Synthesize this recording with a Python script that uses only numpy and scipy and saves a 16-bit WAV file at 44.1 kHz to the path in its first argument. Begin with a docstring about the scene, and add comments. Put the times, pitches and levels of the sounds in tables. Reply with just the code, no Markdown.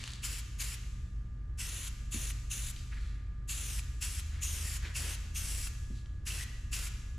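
"""A spray can sweeps over a stapler on cardboard in twelve short bursts, in an echoing garage workshop.
Each burst spits as the valve opens, hisses as a turbulent jet and splutters shut; a close reflection
combs the hiss as the hand moves. Can ticks, soft swishes, faint rustles, scuffs and two soft steps come
between. Machines hum; a far engine pulls twice, slowly gathering speed."""
import sys
import numpy as np
from scipy import signal
from scipy.fft import rfft, irfft, next_fast_len
from scipy.io import wavfile
from scipy.ndimage import map_coordinates

SR = 44100
rng = np.random.default_rng(int(sys.argv[2]) if len(sys.argv) > 2 else 0)


def generate_wav(signal):
    """Clip the signal to [-1, 1] and save it as 16-bit WAV at the path in sys.argv[1]."""
    frames = np.transpose(np.atleast_2d(signal))
    scaled = np.clip(frames, -1, 1) * 32767
    pcm = np.round(scaled).astype(np.int16)
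    wavfile.write(sys.argv[1], SR, pcm)


N = 316638
TIME = np.arange(N) / SR
FFT_SIZE = next_fast_len(N + 2 * SR)
FREQS = np.maximum(np.arange(FFT_SIZE // 2 + 1) * SR / FFT_SIZE, 1)
SIDES = np.array([[1], [-1]])   # left, right

# nozzle presses: open/s, close/s, hiss/dB, then re hiss: surge/dB, treble/dB, rush/dB,
# opening spit/dB, closing splutter/dB
PRESSES = [ (0.216, 0.397, -45.5, 7, 0, -20.5, 4, -16), (0.579, 0.745, -45.5, 7, 0, -22, -2.5, -4),
           (1.571, 1.881, -45.5, 4.5, 0.5, -19, -11, -10), (2.105, 2.308, -47, 5, 3, -14.5, -12, 3.5),
           (2.493, 2.705, -47.5, 6, 3, -17.5, 3.5, -10), (3.473, 3.795, -46.5, 4, 3, -18, -2, 2),
           (4.001, 4.199, -46.5, 8, 2, -22.5, 6.5, 0.5), (4.405, 4.768, -45, 3, 2.5, -17, 2.5, -3),
           (4.936, 5.147, -43, 4.5, 0, -12.5, 2, -22), (5.338, 5.674, -46, 5, 4, -15.5, 7, 2.5),
           (6.249, 6.433, -43.5, 3.5, -0.5, -18, 0, -3), (6.709, 6.876, -44, 5, 0, -19, 1, -11)]
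# left-right likeness of near sources: f/Hz, correlation
NEAR_CORRELATION = [(600, 0.98), (2000, 0.91), (7000, 0.78), (10500, 0.92), (12500, -0.18), (14000, 0.0012)]
# left-right likeness of the hall: f/Hz, correlation
HALL_CORRELATION = [(60, 1), (130, .98), (290, 0.74), (640, 0.18), (1400, 0.53), (3100, 0.66), (6800, 0.75),
                    (11000, 0.65), (15000, 0.041)]


def from_db(db):
    """Decibels to gain."""
    return 10 ** (np.asarray(db) / 20)


def at_hz(points, hz=FREQS):
    """Interpolate a table over log frequency."""
    knots_hz, values = np.transpose(points)
    return np.interp(np.log(hz), np.log(knots_hz), values)


def in_time(rows):
    """Interpolate each value column at every sample."""
    times_s, *columns = np.transpose(rows)
    return [np.interp(TIME, times_s, column) for column in columns]


def colour(x, gain):
    """Filter by a gain per FFT bin."""
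    return irfft(rfft(x, FFT_SIZE) * gain, FFT_SIZE)[..., :N]


def drift(rate_hz):
    """Random curve, rate_hz knots a second, spread 1."""
    knots = rng.standard_normal(4000)
    position = np.linspace(0, rate_hz * N / SR, N)
    return map_coordinates(knots, [position], order=1, mode="wrap") * np.sqrt(3 / 2)


def unit_rms(x):
    """Scale to rms 1."""
    return x / np.sqrt(np.mean(x ** 2) + 1e-20)


def noise(spectrum, correlation=NEAR_CORRELATION):
    """Stereo noise of given spectrum and left-right correlation, rms 1."""
    mid, side = rfft(rng.standard_normal((2, FFT_SIZE)))
    alike = np.clip(at_hz(correlation), -1, 1)
    stereo = np.sqrt(1 + alike) * mid + np.sqrt(1 - alike) * side * SIDES
    return unit_rms(irfft(stereo * from_db(at_hz(spectrum)), FFT_SIZE)[:, :N])


def resonate(x, hz, width_hz):
    """Two-pole resonance, peak gain 1."""
    radius = np.exp(-np.pi * width_hz / SR)
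    numerator = np.array([1, 0, -1]) * (1 - radius ** 2) / 2
    denominator = [1, -2 * radius * np.cos(2 * np.pi * hz / SR), radius ** 2]
    return signal.lfilter(numerator, denominator, x + 1e-18)


def band_noise(hz, width_hz):
    """Noise through two equal resonances in series, rms 1."""
    once = resonate(rng.standard_normal(N), hz, width_hz)
    return unit_rms(resonate(once, hz, width_hz))


def swell(centre_s, length_s):
    """Gaussian envelope, peak 1."""
    return np.exp(-2 * np.minimum(np.abs(TIME - centre_s) / length_s, 10) ** 2)


def swells(rows):
    """Sum of swells from rows of t/s, length/s, level/dB."""
    return sum(from_db(level_db) * swell(at_s, length_s) for at_s, length_s, level_db in rows)


def fade(start_s, decay_s):
    """Sudden onset, exponential decay."""
    return (TIME >= start_s) * np.exp(-np.clip((TIME - start_s) / decay_s, 0, 20))


def tone(hz, rms_db, wobble_rad=0.037):
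    """Sine with slightly wandering phase."""
    phase = 2 * np.pi * (hz * TIME + rng.random()) + wobble_rad * drift(13.0)
    return np.sqrt(2) * from_db(rms_db) * np.sin(phase)


def machines(rumble_db=-43.0, air_db=-62, whine_hz=(1200, 1680)):
    """Motor hum and two thin electrical tones over rumble and moving air."""
    # spectra of rumble and moving air: f/Hz, level/dB
    rumble = [(12, -30), (25, 11.5), (38, 1.5), (58, 10.5), (80, 8.5), (105, -1), (140, -7.5), (200, -15),
              (300, -24), (1000, -49), (4000, -110)]
    air = [(100, -3), (200, -3), (300, -7), (450, -14), (800, -22), (1300, -18.5), (1800, -19), (2500, -26),
           (4000, -31), (7000, -34), (10000, -42), (15000, -55)]
    # motor tones: f/Hz, level/dB, waver/dB
    hum = [(49.8, -43, 1.8), (120.2, -52, 1.6), (180.7, -70.5, 3), (241, -73, 3)]
    # wavering whine: t/s, lower tone/dB, upper tone/dB
    whine = [(0, -72, -72), (.7, -71.5, -74), (1.15, -75, -79), (2.05, -71, -71), (2.7, -71, -77),
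             (3.15, -71.5, -72), (3.4, -71.5, -75), (3.8, -70.5, -70.5), (4.3, -73.5, -71), (5, -73, -67),
             (5.45, -73, -72), (5.8, -74, -67), (6.15, -76.5, -72.5), (6.9, -73.5, -70)]
    out = from_db(rumble_db) * noise(rumble, HALL_CORRELATION)
    out += from_db(air_db) * noise(air, HALL_CORRELATION)
    for hz, level_db, waver_db in hum:
        out += tone(hz, level_db + waver_db * drift(5))
    for hz, level_db in zip(whine_hz, in_time(whine)):
        out += tone(hz, level_db)
    return out


def swishes(grain_db=1.1, grain_hz=120):
    """Soft, grainy swishes; the first is a fading wash at the start."""
    # swishes: t/s, length/s, level/dB
    events = [(0.0, 0.19, -55.5), (4.373, 0.091, -56.5), (4.852, 0.034, -45.5), (4.897, 0.035, -53)]
    # swish spectrum: f/Hz, level/dB
    spectrum = [(300, -6.5), (800, -13.5), (1900, 2), (3000, -5.5), (4300, -9), (7000, -18), (11000, -29),
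                (15000, -42)]
    return swells(events) * noise(spectrum) * from_db(grain_db * drift(grain_hz))


def rustles(grit_db=1.4, grit_hz=200):
    """Faint, dry, high rustles."""
    # rustles: t/s, length/s, level/dB
    events = [(0.024, 0.22, -51.5), (2.784, 0.06, -57.5), (3.01, 0.21, -62.5), (5.975, 0.075, -63)]
    # rustle spectrum: f/Hz, level/dB
    spectrum = [(1000, -18), (2200, -6), (3100, -1), (4200, 2), (5200, -4), (7300, -4), (9000, -11),
                (11000, -13), (15000, -32)]
    return swells(events) * noise(spectrum) * from_db(grit_db * drift(grit_hz))


def garage_echo(x, onset_s=0.006, length_s=1.8):
    """Diffuse tail of a hard-walled hall; each band decays at its own rate."""
    # reverberation time: f/Hz, T60/s
    t60 = [(200, 1.2), (1000, 1.4), (2500, 1.2), (5000, 1.2), (8000, 1.2), (12000, 1.05), (16000, .7)]
    # echo colour: f/Hz, gain/dB
    echo_gain = [(200, -13.5), (1000, -0.5), (2500, -4), (5000, -6), (7500, -7.5), (8500, -13.5),
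                 (12000, -13.5), (16000, -10)]
    age_s = TIME[:int(length_s * SR)]
    count = len(age_s)
    white = rfft(noise([(20, 0), (20000, 0)], HALL_CORRELATION)[:, :count])
    bins_hz = np.arange(count // 2 + 1) * SR / count
    edges_hz = np.geomspace(100, 17000, 15)
    tail = 0
    for low_hz, high_hz in zip(edges_hz, edges_hz[1:]):
        band = irfft(white * ((bins_hz >= low_hz) & (bins_hz < high_hz)), count)
        decay = from_db(-60 * age_s / at_hz(t60, np.sqrt(low_hz * high_hz))) * (age_s > onset_s)
        tail += band * decay / np.sqrt(np.sum(decay ** 2))
    return colour(x, rfft(tail, FFT_SIZE) * from_db(at_hz(echo_gain)))


def can_ticks(decay_s=0.0017):
    """Brief gritty contacts ring the can; a softer touch is duller."""
    # contacts in the hand: t/s, drive/dB, low-pass f/Hz
    contacts = [(0.0305, -35, 7000), (0.0393, -27.5, 9500), (0.059, -39, 7000), (0.0767, -27, 9500),
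                (0.1043, -33.5, 9000), (0.118, -34, 9500), (0.1349, -30.5, 9000), (0.156, -38, 9000),
                (0.833, -41.5, 4500), (2.763, -33.5, 5000), (6.0585, -37.5, 4700)]
    # hand-damped modes of can and cap: f/Hz, width/Hz, gain/dB
    modes = [(1860, 400, -10), (3010, 600, 0), (3600, 600, -3), (4270, 380, 2.5), (6260, 1100, -3),
             (7600, 700, -3), (10200, 1200, -10)]
    grit = rng.standard_normal(N)
    touch = np.zeros(N)
    for at_s, drive_db, top_hz in contacts:
        dulled = signal.sosfilt(signal.butter(4, top_hz, fs=SR, output="sos"), grit)
        touch += from_db(drive_db) * fade(at_s, decay_s) * dulled
    return sum(from_db(gain_db) * resonate(touch, hz, width_hz) for hz, width_hz, gain_db in modes)


def valve(open_s=0.029, curve=1.44, close_s=0.018, surge_at_s=0.023, surge_s=0.038, sag_db_per_s=2.5):
    """Flow, surge, treble and rush envelopes; pressure stored in the stem gives each press a surge."""
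    flow, surge, treble, rush = np.zeros((4, N))
    for start_s, stop_s, hiss_db, surge_db, treble_db, rush_db, *_ in PRESSES:
        shut_s = stop_s + close_s
        on = (TIME >= start_s) & (TIME < shut_s)
        age_s = TIME[on] - start_s
        opening = np.clip(age_s / open_s, 0, 1) ** curve
        closing = np.clip((shut_s - TIME[on]) / close_s, 0, 1)
        surge[on] = np.exp(-((age_s - surge_at_s) / surge_s) ** 2)
        flow[on] = opening * closing * from_db(hiss_db + surge_db * surge[on] - sag_db_per_s * age_s)
        treble[on] = from_db(treble_db)
        # jet nearest the cardboard at mid-sweep
        rush[on] = from_db(hiss_db + rush_db) * np.sin(np.pi * age_s / (shut_s - start_s))
    return flow, surge, treble, rush


def spray(sputter_db=1.02, sputter_hz=180, treble_hz=5000, ring_lift_db=11):
    """Turbulent nozzle hiss, roughened by droplets, and its rush on the cardboard."""
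    # spectra of the jet and its rush on cardboard: f/Hz, level/dB
    jet_spectrum = [(300, -41), (700, -19.5), (1000, -11.5), (1400, -5), (1900, -3), (2700, -1), (3300, -2),
                    (4800, -3), (6600, -0.5), (7700, 0), (8500, -2), (10500, -1.5), (12500, -6.5),
                    (15500, -22)]
    rush_spectrum = [(100, -26), (250, 0.5), (500, -2), (1000, -11.5), (2000, -8.5), (8000, -55)]
    # nozzle resonances, lifted by the surge: f/Hz, half-width/Hz, level/dB
    nozzle_modes = [(2700, 110, -23), (6560, 890, -16)]
    flow, surge, treble, rush = valve()
    jet = noise(jet_spectrum)
    for hz, half_width_hz, level_db in nozzle_modes:
        jet += from_db(level_db + ring_lift_db * surge) * band_noise(hz, 2 * half_width_hz)
    # treble is beamed, so it varies with the can's aim
    jet += (treble - 1) * colour(jet, 1 / (1 + (treble_hz / FREQS) ** 4))
    droplets = from_db(sputter_db * drift(sputter_hz))
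    return jet * flow * droplets + rush * noise(rush_spectrum)


def close_reflection(hiss, highpass_hz=3200, tremor_ms=0.008):
    """A small nearby surface returns the short waves and combs the hiss; hand tremor jitters the lag."""
    # reflection along the hand's sweep: t/s, lag/ms, gain
    sweep = [(.22, .39, .55), (.4, .42, .55), (.6, .435, .5), (.75, .395, .5), (1.58, .385, .5),
             (1.73, .305, .62), (1.88, .28, .7), (2.11, .28, .62), (2.31, .32, .6), (2.5, .315, .65),
             (2.71, .27, .65), (3.5, .265, .62), (3.64, .305, .62), (3.8, .395, .55), (4.0, .4, .5),
             (4.2, .36, .45), (4.42, .31, .65), (4.59, .34, .5), (4.77, .42, .4), (4.94, .41, .45),
             (5.15, .33, .38), (5.34, .33, .38), (5.51, .375, .5), (5.68, .4, .58), (6.25, .39, .28),
             (6.44, .36, .28), (6.71, .39, .35), (6.88, .41, .3)]
    lag_ms, gain = in_time(sweep)
    bright = colour(hiss, 1 / (1 + (highpass_hz / FREQS) ** 2))
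    read_at = np.arange(N) - (lag_ms + tremor_ms * drift(20)) * SR / 1000
    return gain * np.array([map_coordinates(side, [read_at], order=3) for side in bright])


def opening_spits(hz=2700, width_hz=580, delay_s=0.0225, length_s=0.0068):
    """The half-open valve chirps, more or less with each press."""
    envelope = sum(from_db(hiss_db + spit_db) * swell(start_s + delay_s, length_s)
                   for start_s, _, hiss_db, *_, spit_db, _ in PRESSES)
    return envelope * band_noise(hz, width_hz)


def closing_splutters(build_s=0.0099, cut_s=0.0028):
    """The last paint splutters through the narrowing valve, cut off with a dry click."""
    # splutter spectrum: f/Hz, level/dB
    splutter = [(500, -20), (1400, -7), (2200, -5), (2750, 0), (3400, -6), (5000, -13), (9000, -16),
                (15000, -32)]
    envelope = np.zeros(N)
    for _, stop_s, hiss_db, *_, splutter_db in PRESSES:
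        length_s = np.where(TIME < stop_s, build_s, cut_s)
        envelope += from_db(hiss_db + splutter_db) * swell(stop_s, length_s)
    return envelope * noise(splutter)


def far_engine(climb_hz_per_s=4.5, fade_s=0.19, rough_db=1.0, wander_hz=1.0,
               mode_hz=76.55, mode_half_width_hz=1.4, mode_db=9.5):
    """A vehicle's rising firing note comes through the door and booms as it crosses a hall mode."""
    # engine pulls: start/s, stop/s, initial firing f/Hz, level/dB
    pulls = [(0.79, 2.21, 89.8, -60), (3.201, 6.704, 70.47, -48.5)]
    out = np.zeros(N)
    for start_s, stop_s, start_hz, level_db in pulls:
        firing_hz = start_hz + climb_hz_per_s * (TIME - start_s)
        load = np.clip(np.minimum(TIME - start_s, stop_s - TIME) / fade_s, 0, 1)
        boom_db = mode_db / (1 + ((firing_hz - mode_hz) / mode_half_width_hz) ** 2)
        phase = 2 * np.pi * np.cumsum(firing_hz + wander_hz * drift(14)) / SR
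        out += np.sqrt(2) * load * from_db(level_db + boom_db + rough_db * drift(6.9)) * np.sin(phase)
    return out


def steps(landing_s=0.003):
    """Soft, dull footfalls on concrete."""
    # footfalls: t/s, level/dB, decay/s
    footfalls = [(2.144, -37.5, 0.02), (5.902, -40.5, 0.022)]
    # thud spectrum: f/Hz, level/dB
    thud = [(100, -2), (170, 1.5), (280, 6.5), (360, -5), (450, -19), (700, -33), (2000, -70)]
    weight = sum(from_db(level_db) * fade(at_s, decay_s) * np.clip((TIME - at_s) / landing_s, 0, 1)
                 for at_s, level_db, decay_s in footfalls)
    return weight * noise(thud)


def scuffs(hz=1750, width_hz=1400, grit_db=3.0, grit_hz=150):
    """A sole catches on the concrete in a few gritty slips."""
    # sole slips: t/s, length/s, level/dB
    slips = [(2.925, 0.018, -56.5), (2.963, 0.03, -57.5), (3.04, 0.08, -62.5), (3.18, 0.1, -70)]
    return swells(slips) * band_noise(hz, width_hz) * from_db(grit_db * drift(grit_hz))


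def edge_tones():
    """Brief airy whistles where the jet grazes an edge, and one extra 2.7 kHz chirp of the valve as it opens."""
    # whistles, and the valve chirp at 6.312 s: t/s, length/s, f/Hz, width/Hz, level/dB
    whistles = [(4.436, 0.02, 6900, 1100, -37), (4.484, 0.059, 6570, 900, -46),
                (4.671, 0.025, 1880, 200, -49.5), (6.312, 0.015, 2690, 500, -42),
                (6.413, 0.019, 1890, 200, -44)]
    return sum(from_db(level_db) * swell(at_s, length_s) * band_noise(hz, width_hz)
               for at_s, length_s, hz, width_hz, level_db in whistles)


def scene(splutter_send_db=-5):
    """Bench work, its echoes and the background."""
    hiss, splutters = spray(), closing_splutters()
    bench = hiss + opening_spits() + edge_tones() + can_ticks()
    bench += rustles() + swishes() + steps() + scuffs()
    reflection = close_reflection(hiss)
    # the closing valve excites the hall less than the jet does
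    echo = garage_echo(bench + from_db(splutter_send_db) * splutters)
    return bench + splutters + reflection + echo + machines() + far_engine()


def record(dry, cutoff_hz=15400):
    """Two microphone ports of unequal colour, then a steep low-pass."""
    # port balance: f/Hz, left minus right/dB
    balance = [(100, 0), (500, -3), (1200, 1), (2500, 0), (8000, 1), (10500, 2.5), (12000, 7.5),
               (14000, 0.5)]
    heard = colour(dry, from_db(SIDES * at_hz(balance) / 2))
    return colour(heard, 1 / np.sqrt(1 + (FREQS / cutoff_hz) ** 200))


dry = scene()
out = record(dry)
generate_wav(out)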